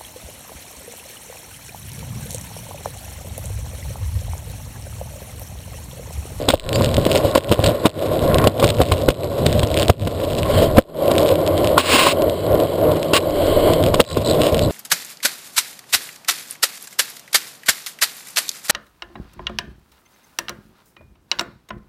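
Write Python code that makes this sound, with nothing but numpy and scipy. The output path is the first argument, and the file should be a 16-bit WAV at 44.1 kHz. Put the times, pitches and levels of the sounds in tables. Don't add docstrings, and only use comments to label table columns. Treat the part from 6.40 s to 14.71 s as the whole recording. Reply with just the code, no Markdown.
import sys
import numpy as np
from scipy import signal
from scipy.fft import rfft, irfft
from scipy.io import wavfile
from scipy.ndimage import uniform_filter1d

SR = 44100
rng = np.random.default_rng(int(sys.argv[2]) if len(sys.argv) > 2 else 0)


def dump_mix(stems):
    frames = np.atleast_2d(stems).T
    limited = np.clip(frames, -1, 1)
    pcm = np.round(limited * 32767).astype(np.int16)
    wavfile.write(sys.argv[1], SR, pcm)


N = 366471
TIME = np.arange(N) / SR

# time in seconds, level in dB.
ROLL = [(0, -24.5), (.2, -36.5), (.36, -18.5), (.8, -20.5), (1.4, -25), (1.86, -16.5), (2.5, -23),
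        (3.1, -22.5), (3.8, -23), (4.3, -16), (4.5, -21), (4.7, -17.5), (5.35, -15.5), (5.97, -23),
        (6.85, -19.5), (7.2, -14), (7.66, -20.5), (8, -15.5), (8.3, -17)]
# middle in seconds, length in seconds, extra rumble in dB, extra bounce in dB, extra grit in dB.
PATCHES = [(0.506, 0.68, -2, 7, 1.5), (0.752, 0.18, 3.5, 1, 5), (1.112, 0.084, 2, 13, 9),
           (1.283, 0.14, 8.5, 15.5, 8), (2.024, 0.6, 2.5, 7, -0.5), (2.27, 0.15, 10, 10.5, 9.5),
           (2.46, 0.62, 2.5, 11.5, 3.5), (3.117, 0.37, 5.5, 15, 7), (3.4, 0.32, 5.5, 7.5, 8),
           (3.63, 0.24, 6.5, 20, 8.5), (3.99, 0.22, -1, 6, 0.5), (4.197, 0.21, 5, 7.5, 5),
           (4.776, 0.47, 4.5, 5, 10), (5.242, 0.21, 2.5, 6, 8), (5.833, 0.29, 5.5, 10.5, -0.5),
           (6.159, 0.33, 9.5, 15, 5), (6.476, 0.3, 7.5, 14, 5.5), (7.028, 0.23, 2, -12, 3.5),
           (7.293, 0.078, 7, 9, 5), (7.474, 0.21, 2, 17, 6.5), (7.777, 0.3, 2, 9.5, 4.5),
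           (8.076, 0.14, -1, -12, 2.5), (8.236, 0.4, -3, 6, -2.5)]
# time in seconds, blow in dB, truck crack in dB relative to the blow,
# lift of the deck's high resonances in dB, thud on the wheels in dB relative to the deck's boom.
CLACKS = [(0.0868, 3.5, -3, -1, -19), (0.1026, 2.5, -4, 1, -30), (.139, 4, -16, -8, -13),
          (0.41, -3, -30, 4, -11), (0.581, -0.5, -27, -18, -10), (0.665, -2.5, -9, -4, -17),
          (0.706, -10.5, -18, -8, -20), (0.75, -3.5, -12, -6.5, -14), (0.849, -2.5, -20, -1, -7),
          (.951, -6.5, 1, -6, -28), (.957, 4.5, -14, 8.5, -32), (0.978, 2.5, -8, -8, -12.5),
          (1.115, -0.5, -8, -2, -20), (1.1235, 0.5, -8.5, -3.5, -31), (1.192, -5, -27, -4, -6),
          (1.240, -7, 2.5, -10, -10), (1.261, -5, 0.5, 5.5, -22), (1.4562, 11.5, -14, 2.5, -25),
          (1.466, 4.5, -9, 1, -28), (2.041, -0.5, -13, 4.5, -13), (2.0722, 6, -9, -9, -15),
          (2.197, -1, -9, -8, -23), (2.227, 1, -16, 7, -26), (2.241, 2, -3.5, -1, -25),
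          (2.403, -1, -16, -21, -28), (2.415, 5, -9, -3.5, -7.5), (2.519, 4, -9, 3.5, -5),
          (2.6866, 8, -13.5, -5, -6.5), (2.703, -1, -7, -8, -7.5), (3.231, -6, -6, 2.5, -2),
          (3.498, 8.5, -10, -3, -7), (3.673, 6, -12, -5.5, -25), (4.37, -1.5, -9, 1, -16),
          (4.3838, 17, -20.5, -5.5, -24), (5.379, 3, -3, 19, -19), (5.668, 2, -8, 11, -19),
          (6.7348, -2, -2, 4, -19), (7.542, -3.5, -3, 5, -16), (7.6013, 16, -11, -1, -19.5),
          (7.771, 2.5, -12, -1.5, -3)]
# pitch in Hz, width in Hz, strength in dB.
BOUNCE = [(84, 16, -11.5), (96, 58, 2), (152, 50, -2.5), (235.5, 37, -5.5)]
# pitch in Hz, width in Hz, strength in dB.
TRUCK = [(1480, 4800, -8.5), (2910, 960, -3), (2950, 106, -13), (3610, 1540, -1), (5800, 3600, -7.5)]


def undb(db):
    return 10 ** (np.asarray(db) / 20)


def unit(x):
    return x / np.sqrt(np.mean(x ** 2))


def curve(rows):
    return undb(np.interp(TIME, *np.transpose(rows)))


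def walk(rate):
    step = int(SR / rate)
    levels = rng.standard_normal(N)[:N // step + 1]
    return unit(uniform_filter1d(np.repeat(levels, step), step)[:N])


def hump(middle_s, length_s):
    shape = np.zeros(N)
    ends = np.searchsorted(TIME, [middle_s - length_s / 2, middle_s + length_s / 2])
    inside = slice(*ends)
    shape[inside] = np.cos(np.pi * (TIME[inside] - middle_s) / length_s) ** 2
    return shape


def swells(rows):
    return sum(undb(db) * hump(s, length_s) for s, length_s, db in rows)


def response(modes, size=8192):
    f = np.arange(size // 2 + 1) * SR / size
    power = sum(undb(db) ** 2 / (1 + (2 * (f - hz) / width) ** 2) ** 2 for hz, width, db in modes)
    cepstrum = irfft(np.log(power) / 2)
    cepstrum[1:size // 2] *= 2
    cepstrum[size // 2 + 1:] = 0
    h = irfft(np.exp(rfft(cepstrum)))
    return h / np.abs(h).max()


def ring(force, modes):
    return signal.oaconvolve(force, response(modes))[:N]


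def grains(rate, spread_db):
    hit = rng.random(N) < rate / SR
    size = undb(spread_db * np.minimum(rng.exponential(size=N), 4))
    return hit * size * rng.choice([-1, 1], N)


def contact(chatter, rise_s, decay_s, size=4096):
    t = (np.arange(size) - size // 2) / SR
    force = chatter * rng.standard_normal(size) * np.exp(np.minimum(t / rise_s, -t / decay_s))
    force[size // 2] += 1
    return force


def add(track, sound, s, size=4096):
    place = np.arange(len(sound)) + int(s * SR) - size // 2
    inside = (place >= 0) & (place < N)
    track[place[inside]] += sound[inside]


def blows(times, dbs, chatter, rise_s, decay_s):
    force = np.zeros(N)
    for s, db in zip(times, dbs):
        add(force, undb(db) * contact(chatter, rise_s, decay_s), s)
    return force


def deck_modes(struck, lift_db=0):
    # pitch in Hz, width in Hz, strength when rolling in dB, strength when struck in dB.
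    deck_rows = [(146, 105, -11.5, -3.5), (232, 122, -15, 0.5), (315, 65, -1.5, -3), (421, 204, -2.5, -1.5),
                 (534, 142, -0.5, 3), (597, 161, 2, -16), (715, 194, -29, -5), (1038, 245, -12.5, -6.5),
                 (1418, 177, -22, -14), (1960, 900, -31, -26.5)]
    modes = []
    for hz, width, rolling_db, struck_db in deck_rows:
        db = struck_db if struck else rolling_db
        modes.append((hz, width, db + lift_db * (hz > 900)))
    return modes


def nose_up():
    up_s, down_s, tilt_s = 4.45, 7.55, 0.1
    return np.clip(np.minimum(TIME - up_s, down_s - TIME) / tilt_s + .5, 0, 1)


def shaken(level_db, decay_s):
    jolts = np.zeros(N)
    for s, db, *_ in CLACKS:
        jolts[int(s * SR)] = undb(level_db + db / 2)
    return signal.lfilter([1], [1, -np.exp(-1 / (decay_s * SR))], jolts)


def patches():
    shapes = np.array([hump(s, length_s) for s, length_s, *_ in PATCHES])
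    return np.transpose(PATCHES)[2:] @ shapes


def rolling():
    # pitch in Hz, width in Hz, strength in dB.
    nose_modes = [(90.6, 11, 3), (160.6, 15.4, 1), (338, 68, -2.5)]
    nose_db = -9.5
    bounce_db, lifted_bounce_db = -6, -8.5
    hiss_db, lifted_grit_db = -18, -9
    ground = np.hypot(curve(ROLL), shaken(level_db=-30, decay_s=0.03))
    lifted = nose_up()
    rough_db, bumpy_db, sandy_db = patches()
    texture = walk(rate=55)

    deck_force = rng.standard_normal(N) * undb(1.4 * texture)
    deck = unit(ring(deck_force, deck_modes(struck=False))) * undb(rough_db)

    wheels_level = undb(bounce_db + bumpy_db + lifted_bounce_db * lifted)
    wheels = unit(ring(rng.standard_normal(N), BOUNCE)) * wheels_level

    nose = unit(ring(rng.standard_normal(N), nose_modes)) * undb(nose_db) * lifted

    hiss_force = rng.standard_normal(N) * undb(4.3 * texture)
    hiss_level = undb(hiss_db + sandy_db + lifted_grit_db * lifted)
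    hiss = unit(ring(hiss_force, TRUCK)) * hiss_level
    return (deck + wheels + nose + hiss) * ground


def taps(size=2000):
    rate_hz, gap_spread_db, strength_spread_db = 119.9, 2.5, 6
    gap, strength = rng.standard_normal((size, 2)).T
    place = (np.cumsum(undb(gap_spread_db * gap)) * SR / rate_hz).astype(int)
    inside = place < N
    force = np.zeros(N)
    force[place[inside]] = undb(strength_spread_db * np.minimum(strength, 2))[inside]
    return force


def crush(force, length_s):
    t = np.arange(-256, 257) / SR
    burst = np.exp(-np.abs(t) / length_s)
    energy = signal.fftconvolve(force ** 2, burst / burst.sum(), "same")
    return np.sqrt(np.maximum(energy, 0)) * rng.standard_normal(N)


def rattle():
    base_db, lifted_db = -28.5, -8.5
    follow = 0.46
    growth = 1.74
    _, _, sandy_db = patches()
    steady = curve(ROLL) ** follow * undb(base_db + growth * sandy_db + lifted_db * nose_up())
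    shake = steady + shaken(level_db=-31.5, decay_s=0.029)
    runs = undb(2.5 * walk(rate=28))
    force = crush(taps() * runs, length_s=.0002)
    return unit(ring(force, TRUCK)) * shake


def bearings():
    # middle in seconds, length in seconds, level added in dB.
    spells = [(.45, .2, -43), (1.75, 0.26, -74), (7.7, 0.15, -18.5), (7.885, 0.14, -23.5),
              (8.24, 0.086, -29.5)]
    base_db = -46.5
    turns = np.cumsum(76 * undb(1.2 * walk(rate=34))) / SR
    pulses = undb(14.0 * np.sin(2 * np.pi * turns))
    hiss = ring(rng.standard_normal(N) * pulses, [(3980, 200, 9.0), (4140, 1300, 2.0)])
    return unit(hiss) * (undb(base_db) + swells(spells))


def scrub():
    # middle in seconds,
    # length in seconds, level in dB.
    carves = [(1.15, 3.9, -37), (2.0, 0.34, -26), (3.25, 2.1, -51), (4.16, 0.44, -29), (7.7, 0.13, -24.5),
              (8.1, 2.2, -42)]
    slips = grains(rate=4500, spread_db=8)
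    rasp = ring(slips, [(1070, 100, 8), (1420, 180, -2.5), (1820, 940, -10.0)])
    return unit(rasp) * swells(carves)


def wind():
    # middle of the gust in seconds, length in seconds, level in dB.
    gusts = [(.3, 1.3, -33), (1.9, 0.66, -35), (4.2, 1.1, -28), (7.3, 1.1, -25.5)]
    flutter = ring(rng.standard_normal(N) * undb(2 * walk(rate=16)), [(28, 85, 0)])
    return unit(flutter) * swells(gusts)


def clacks():
    boom = np.zeros(N)
    thud = response(BOUNCE)
    for s, db, _, lift_db, thud_db in CLACKS:
        body = response(deck_modes(struck=True, lift_db=lift_db)) + undb(thud_db) * thud
        force = contact(chatter=0.064, rise_s=0.0035, decay_s=0.0047)
        add(boom, undb(db) * signal.fftconvolve(force, body), s)
    s, db, crack_db, _, _ = np.transpose(CLACKS)
    squeeze_s = 0.0016
    crack = blows(s + squeeze_s, db + crack_db, chatter=0.25, rise_s=0.0014, decay_s=0.0043)
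    return boom + ring(crack, TRUCK)


def ticks():
    # time in seconds, size in dB before the boost and delay shared by all.
    coarse_grains = [(.2906, -13.5), (0.3295, -10), (.3579, -7), (0.4594, -12.5), (0.5424, -10.5),
                     (0.5671, -8), (0.652, -9.5), (0.719, -12), (0.7797, -14), (1.944, -7.5), (1.9839, -6),
                     (2.2898, -3), (2.3034, -1.5), (3.0646, 1), (3.1945, -11.5), (3.3426, -12.5),
                     (3.4116, -19), (3.482, -7), (4.7151, -12), (4.7811, -4.5), (4.89, -12), (4.9555, -16),
                     (5.0642, -16), (5.076, -11), (5.178, -13.5), (5.8206, -14), (5.8967, -15.5),
                     (6.201, -15.5), (6.5174, -17.5), (6.6293, -13), (7.335, -9.5), (7.438, -11),
                     (7.463, -11.5), (8.017, -7), (8.034, -11), (8.0667, -12), (8.1448, -9.5),
                     (8.1925, -8.5)]
    s, db = np.transpose(coarse_grains)
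    snap = blows(s + 0.00077, db + 8.0, chatter=0.04, rise_s=0.0011, decay_s=0.0027)
    return ring(snap, TRUCK) + undb(-17) * ring(snap, deck_modes(struck=False))


def squeak():
    middle_s, length_s, level_db = 0.354, 0.055, -23.5
    middle_hz, rise_hz_per_s = 4700, 16000
    glide = middle_hz + rise_hz_per_s * np.clip(TIME - middle_s, -length_s, length_s)
    pitch = glide * (1 + 0.03 * walk(rate=1400))
    return np.sin(2 * np.pi * np.cumsum(pitch) / SR) * undb(level_db) * hump(middle_s, length_s)


def rear_truck():
    # middle in seconds, length in seconds, level in dB.
    songs = [(4.19, .3, -27.5), (7.2, 0.6, -29)]
    load = undb(-42) * nose_up() + swells(songs)
    rubbing = rng.standard_normal(N) * undb(2 * walk(rate=14))
    modes = [(1570, 280, -2.5), (2150, 430, -2.0), (3150, 580, 5.0), (4250, 1000, -1.5)]
    return unit(ring(rubbing, modes)) * load


def scrapes():
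    # start in seconds, end in seconds, starting level in dB.
    drags = [(5.387, 5.724, -11), (6.734, 6.778, -10)]
    # pitch in Hz, width in Hz, strength in dB.
    tail_modes = [(261, 31, 5.5), (610, 460, -1), (1092, 150, 6), (1500, 570, -5.5), (2230, 960, -5.5),
                  (2800, 630, 0.5), (3220, 300, -6), (3900, 920, -3.5), (5350, 7500, -8.5)]
    sag_db_per_s, release_s = 10.5, 0.0065
    pressure = np.zeros(N)
    for start, end, db in drags:
        sagging = undb(db - sag_db_per_s * np.maximum(TIME - start, 0))
        release = np.exp(-np.maximum(TIME - end, 0) / release_s)
        pressure += (TIME > start) * sagging * release
    slips = grains(rate=5000, spread_db=2.0) * undb(2.24 * walk(rate=67))
    return unit(ring(slips, tail_modes)) * pressure


def scene():
    wheels = rolling() + rattle() + bearings() + scrub() + squeak() + rear_truck()
    return (wheels + wind() + clacks() + ticks() + scrapes())[None]


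def gain_control(x, threshold_db, strength, range_db, release_db_per_s, attack_s):
    level_db = 10 * np.log10(np.maximum(uniform_filter1d(x ** 2, SR // 125), 1e-12))
    wanted = range_db * np.tanh(strength * np.maximum(level_db - threshold_db, 0) / range_db)
    climb = release_db_per_s * TIME
    cut_db = np.maximum.accumulate(wanted + climb) - climb
    k = int(attack_s * SR)
    return x * undb(-signal.fftconvolve(cut_db, np.ones(k) / k)[:N])


def record(dry):
    hold_hz, top_hz = 12000, 15400
    controlled = gain_control(dry[0], threshold_db=-9.0, strength=2.78, range_db=33.0,
                              release_db_per_s=156.0, attack_s=0.062)
    clipped = np.clip(controlled, -1, 1)
    f = np.arange(N // 2 + 1) * SR / N
    smooth = irfft(rfft(clipped) / np.sqrt(1 + (f / 5400) ** 36), N)
    mirrored = smooth * (1 + 2 * np.cos(2 * np.pi * hold_hz * TIME))
    held = irfft(rfft(mirrored) * np.sinc(f / hold_hz), N)
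    treble_limit = signal.ellip(10, .2, 70, top_hz, fs=SR, output="sos")
    return signal.sosfilt(treble_limit, np.clip(held, -1, 1))[None]


dry = scene()
out = record(dry)
dump_mix(out)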